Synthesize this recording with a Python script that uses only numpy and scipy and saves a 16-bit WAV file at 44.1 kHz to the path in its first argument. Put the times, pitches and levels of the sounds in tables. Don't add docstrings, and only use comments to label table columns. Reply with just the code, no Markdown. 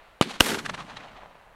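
import sys
import numpy as np
from scipy import signal
from scipy.fft import rfft, irfft, next_fast_len
from scipy.io import wavfile
from scipy.ndimage import uniform_filter1d

SR = 44100
rng = np.random.default_rng(int(sys.argv[2]) if len(sys.argv) > 2 else 0)


def waveform_to_disk(signal):
    frames = np.transpose(np.atleast_2d(signal))
    scaled = np.clip(frames, -1, 1) * 32767
    samples = np.round(scaled).astype(np.int16)
    wavfile.write(sys.argv[1], SR, samples)


N = 68355
T = np.arange(N) / SR
FFT_SIZE, WINDOW = next_fast_len(N), 8192
HZ = np.maximum(np.arange(FFT_SIZE // 2 + 1) * SR / FFT_SIZE, 1)

def from_db(db):
    return 10 ** (db / 20)

def rms_one(x):
    return x / np.sqrt(np.mean(x ** 2) + 1e-20)

def colour_gain(colour, tilt_db=0, hz=HZ):
    points_hz, points_db = np.transpose(colour)
    db = np.interp(np.log(hz), np.log(points_hz), points_db)
    return rms_one(from_db(db + tilt_db * np.log2(np.maximum(hz, 300))))

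def drift(per_s, size=N):
    knots = rng.standard_normal(size // 8)
    return np.interp(T[:size] * per_s, np.arange(len(knots)), knots)

def noise(colour):
    return rms_one(irfft(rfft(rng.standard_normal(FFT_SIZE)) * colour_gain(colour), FFT_SIZE)[:N])

def grains(size=N):
    white = rng.standard_normal(size)
    flicker_db = 3 * drift(2500, size) + 1.5 * drift(150, size)
    return rms_one(white * from_db(flicker_db))

def air_db(hz, delay_s, loss_db_per_khz_s=4.2):
    return -loss_db_per_khz_s * hz / 1000 * delay_s

def window_at(s):
    return slice(int(s * SR) - WINDOW // 2, int(s * SR) + WINDOW // 2)

def pulses(rows):
    out = np.zeros(N)
    for s, db, swing_ms, rise_ms, cut_hz in rows:
        part = window_at(s)
        ms = (T[part] - s) * 1000
        age = np.maximum(ms, 0) / swing_ms
        front = .5 * (1 + np.tanh(ms / rise_ms))
        wave = (age - 1) * np.exp(-age) * front
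        low_cut = signal.butter(2, cut_hz, "high", fs=SR, output="sos")
        out[part] += from_db(db) * signal.sosfilt(low_cut, wave + 1e-18)
    return out

def burst(s, colour, db, rise_s, hold_s, fall_db_per_s):
    puff = noise(colour)
    puff /= np.sqrt(uniform_filter1d(puff ** 2, size=90) + 1e-9)
    rise = np.clip((T - s) / rise_s, 0, 1)
    return puff * rise * from_db(db - fall_db_per_s * np.clip(T - s - hold_s, 0, .1))

def tail(s, db, swell, crest_s, fall, linger_db, linger_fall):
    late = T - s - crest_s
    before, after = np.minimum(late, 0), np.maximum(late, 0)
    main = from_db(db + swell * before - fall * after)
    lingering = from_db(linger_db - linger_fall * after)
    return np.hypot(main, lingering) * np.clip((T - s) / .003, 0, 1)

def scatter(s, colour, colour_at_s):
    spectrum = rfft(grains(), FFT_SIZE) * colour_gain(colour)
    edges_hz = [0, 1000, 2000, 3200, 4600, 6500, 9000, 12000, 17000]
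    late = np.maximum(T - s, 0) - colour_at_s
    out = np.zeros(N)
    for low, high in zip(edges_hz, edges_hz[1:]):
        band = irfft(spectrum * ((HZ >= low) & (HZ < high)), FFT_SIZE)[:N]
        out += band * from_db(air_db((low + high) / 2, late))
    return out

# frequency in Hz, level in dB.
FADING_COLOUR = [(80, -8), (300, -10), (520, 0), (1100, -1), (2000, -6), (3000, -10), (4300, -16),
                 (5200, -28), (16000, -45)]
HUSH_COLOUR = [(25, 0), (60, -6), (150, -16), (350, -15), (600, -7), (1200, -10), (2500, -16), (5000, -29),
               (10000, -30), (16000, -36)]
WIND_COLOUR = [(15, -3), (35, 0), (70, -8), (150, -22), (1500, -90)]
def outdoors():
    fading = noise(FADING_COLOUR) * from_db(-53.5 - 32 * T)
    hush = noise(HUSH_COLOUR) * from_db(-61.5)
    wind = noise(WIND_COLOUR) * from_db(-63.5 + 2.5 * drift(per_s=8))
    return fading + hush + wind

# frequency in Hz, level in dB.
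WOODS_COLOUR = [(100, -14), (350, -12), (580, 0), (1100, -1), (1600, -5), (2800, -8), (4200, -13),
                (5200, -18), (7500, -20), (10000, -26), (16000, -50)]
def far_woods(near_s):
    level = tail(near_s, db=-47, swell=24, crest_s=.58, fall=9, linger_db=-58, linger_fall=9)
    return scatter(near_s, WOODS_COLOUR, colour_at_s=.35) * level

# start in seconds, level in dB.
TRUNK_KNOCKS = [(1.156, -41), (1.2336, -34.5), (1.2592, -31.5), (1.311, -41), (1.355, -39.5), (1.412, -41),
                (1.465, -42)]
def lone_trunks(pitch_hz=750, ring_s=.0013, top_hz=3000):
    out = np.zeros(N)
    for s, db in TRUNK_KNOCKS:
        age = np.clip(T - s, 0, .1)
        out += from_db(db) * (T >= s) * np.cos(2 * np.pi * pitch_hz * age) * np.exp(-age / ring_s)
    return signal.sosfilt(signal.butter(2, top_hz, fs=SR, output="sos"), out + 1e-18)

# frequency in Hz, level in dB.
FAR_ROLL_COLOUR = [(30, -24), (70, -19), (120, -11), (190, -1), (300, -1), (450, -9), (700, -26),
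                   (3000, -80)]
NEAR_ROLL_COLOUR = [(30, -26), (70, -19), (120, -11), (190, -3), (280, 0), (440, -3), (700, -22),
                    (3000, -80)]
RUMBLE_COLOUR = [(25, -12), (70, -9), (120, -3), (175, 1), (270, -5), (420, -15), (1500, -80)]
# start in seconds, level in dB, first swing in ms, rise in ms, bass cut in Hz.
THUDS = [(.263, -27, 1.2, .4, 150), (.2745, -24, 1.5, .4, 150), (.279, -27, 1.5, .4, 150),
         (.574, -14, 1.0, .3, 150)]
def ground(far_s, near_s):
    far = tail(far_s, db=-39, swell=90, crest_s=.06, fall=220, linger_db=-49, linger_fall=40)
    near = tail(near_s, db=-30, swell=175, crest_s=.108, fall=140, linger_db=-55, linger_fall=34)
    deep = tail(near_s, db=-44.5, swell=35, crest_s=.28, fall=34, linger_db=-74, linger_fall=10)
    rolls = noise(FAR_ROLL_COLOUR) * far + noise(NEAR_ROLL_COLOUR) * near
    return rolls + noise(RUMBLE_COLOUR) * deep + pulses(THUDS)

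# frequency in Hz, level in dB.
ECHO_COLOUR = [(60, -45), (250, -14), (450, -10), (950, -2), (1300, -3), (2400, -6.5), (4200, -9.5),
               (4800, -16), (6200, -17), (10400, -28.5), (16000, -58)]
# middle in seconds, level in dB, spread in seconds, # brightness in dB per octave, favoured band in Hz.
FAR_ECHOES = [(.2247, -21, .0005, -1, 2500), (.2295, -32.5, .003, -1, 2800), (.299, -39.5, .005, 0, 1150),
              (.313, -38, .008, -.5, 700), (.345, -40, .006, 0, 900), (.358, -39, .006, -1.5, 800)]
NEAR_ECHOES = [(.413, -29, .003, -1, 1300), (.465, -33, .004, 0, 600), (.491, -28, .004, 0, 750),
               (.505, -28, .003, 0, 900), (.520, -28, .004, -1, 1800), (.549, -28, .005, -.3, 1500),
               (.591, -33.3, .007, 1, 1500), (.660, -29.3, .0045, .7, 1650), (.698, -28.8, .004, -.8, 650),
               (.746, -29.3, .0043, -.2, 1050), (.785, -37.5, .007, -1.3, 950),
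               (.805, -37, .011, -.2, 1100), (.905, -39.8, .012, -.2, 880), (.971, -38, .005, 1, 3500),
               (1.006, -45, .01, .5, 2200), (1.039, -43.5, .007, 0, 750), (1.085, -50, .01, 1, 2500),
               (1.173, -48, .014, 0, 750), (1.228, -48.5, .012, -2.5, 650)]
def echo_swarms(far_s, near_s, boost_db=6, band_octaves=.3, colour_at_s=.3):
    out = np.zeros(N)
    hz = np.maximum(np.arange(WINDOW // 2 + 1) * SR / WINDOW, 1)
    for shot_s, echoes in (far_s, FAR_ECHOES), (near_s, NEAR_ECHOES):
        for s, db, spread_s, tilt_db, band_hz in echoes:
            part = window_at(s)
            swarm = grains(WINDOW) / np.cosh(np.clip((T[part] - s) / spread_s, -20, 20))
            band_db = boost_db * np.exp(-(np.log2(hz / band_hz) / band_octaves) ** 2)
            dulling_db = air_db(hz, s - shot_s - colour_at_s)
            gain = rms_one(colour_gain(ECHO_COLOUR, tilt_db, hz) * from_db(band_db + dulling_db))
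            out[part] += from_db(db) * irfft(rfft(swarm) * gain)
    return out

# frequency in Hz, level in dB.
FAR_GRASS_COLOUR = [(150, -10), (500, -5), (1000, -3), (3000, 0), (4300, -2), (5200, -11), (8000, -13.5),
                    (12000, -23), (16000, -48)]
NEAR_GRASS_COLOUR = [(120, -28), (250, -8), (400, -2), (700, -9.5), (1300, -9), (2900, -10), (5100, -16),
                     (9900, -18.5), (14000, -25), (16000, -40)]
def grass(far_s, near_s):
    far = scatter(far_s, FAR_GRASS_COLOUR, colour_at_s=.03)
    far *= tail(far_s, db=-31.5, swell=100, crest_s=.008, fall=440, linger_db=-41.5, linger_fall=30)
    near = scatter(near_s, NEAR_GRASS_COLOUR, colour_at_s=.09)
    near *= tail(near_s, db=-26.6, swell=75, crest_s=.092, fall=185, linger_db=-44, linger_fall=43)
    return far + near

# start in seconds, level in dB, first swing in ms, rise in ms, bass cut in Hz.
FAR_PULSES = [(.21164, 4.2, 1.12, .17, 130), (.2154, -13, .25, .22, 60)]
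# frequency in Hz, level in dB.
FAR_GAS_COLOUR = [(200, -16), (780, -14), (1130, 9), (1650, -7), (2400, 0), (3300, -6), (4300, -8),
                  (5500, -19), (7200, -14), (12000, -27), (16000, -50)]
def far_shot(s):
    gas = burst(s, FAR_GAS_COLOUR, db=-13.5, rise_s=.0002, hold_s=.002, fall_db_per_s=3300)
    return pulses(FAR_PULSES) + gas

# start in seconds, level in dB, first swing in ms, rise in ms, bass cut in Hz.
NEAR_PULSES = [(.40568, 4.5, .16, .02, 20), (.40958, 9.2, .33, .02, 15)]
NEAR_THUMP = [(.4068, -4, 2.2, .6, 15)]
# frequency in Hz, level in dB.
NEAR_GAS_COLOUR = [(150, -16), (650, -16), (1200, -1), (1750, 0), (2400, 0), (3450, 6), (4300, -11),
                   (6500, -10), (13000, -17), (16000, -36)]
def near_shot(s, clack_s=.4006):
    clack = burst(clack_s, NEAR_GRASS_COLOUR, db=-25, rise_s=.0015, hold_s=.004, fall_db_per_s=1000)
    gas = burst(s, NEAR_GAS_COLOUR, db=-1, rise_s=.001, hold_s=.0018, fall_db_per_s=7000)
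    return clack + pulses(NEAR_PULSES) - pulses(NEAR_THUMP) + gas

def scene(far_s=.2117, near_s=.4057):
    background = outdoors()
    echoes = far_woods(near_s) + lone_trunks() + ground(far_s, near_s)
    echoes += echo_swarms(far_s, near_s) + grass(far_s, near_s)
    return (background + echoes + far_shot(far_s) + near_shot(near_s))[None]

def record(dry, top_hz=16700):
    limit = np.where(dry > 0, .8, .78)
    squashed = dry / (1 + (dry / limit) ** 4) ** .25
    return signal.sosfiltfilt(signal.cheby2(12, 40, top_hz, fs=SR, output="sos"), squashed)

dry = scene()
out = record(dry)
waveform_to_disk(out)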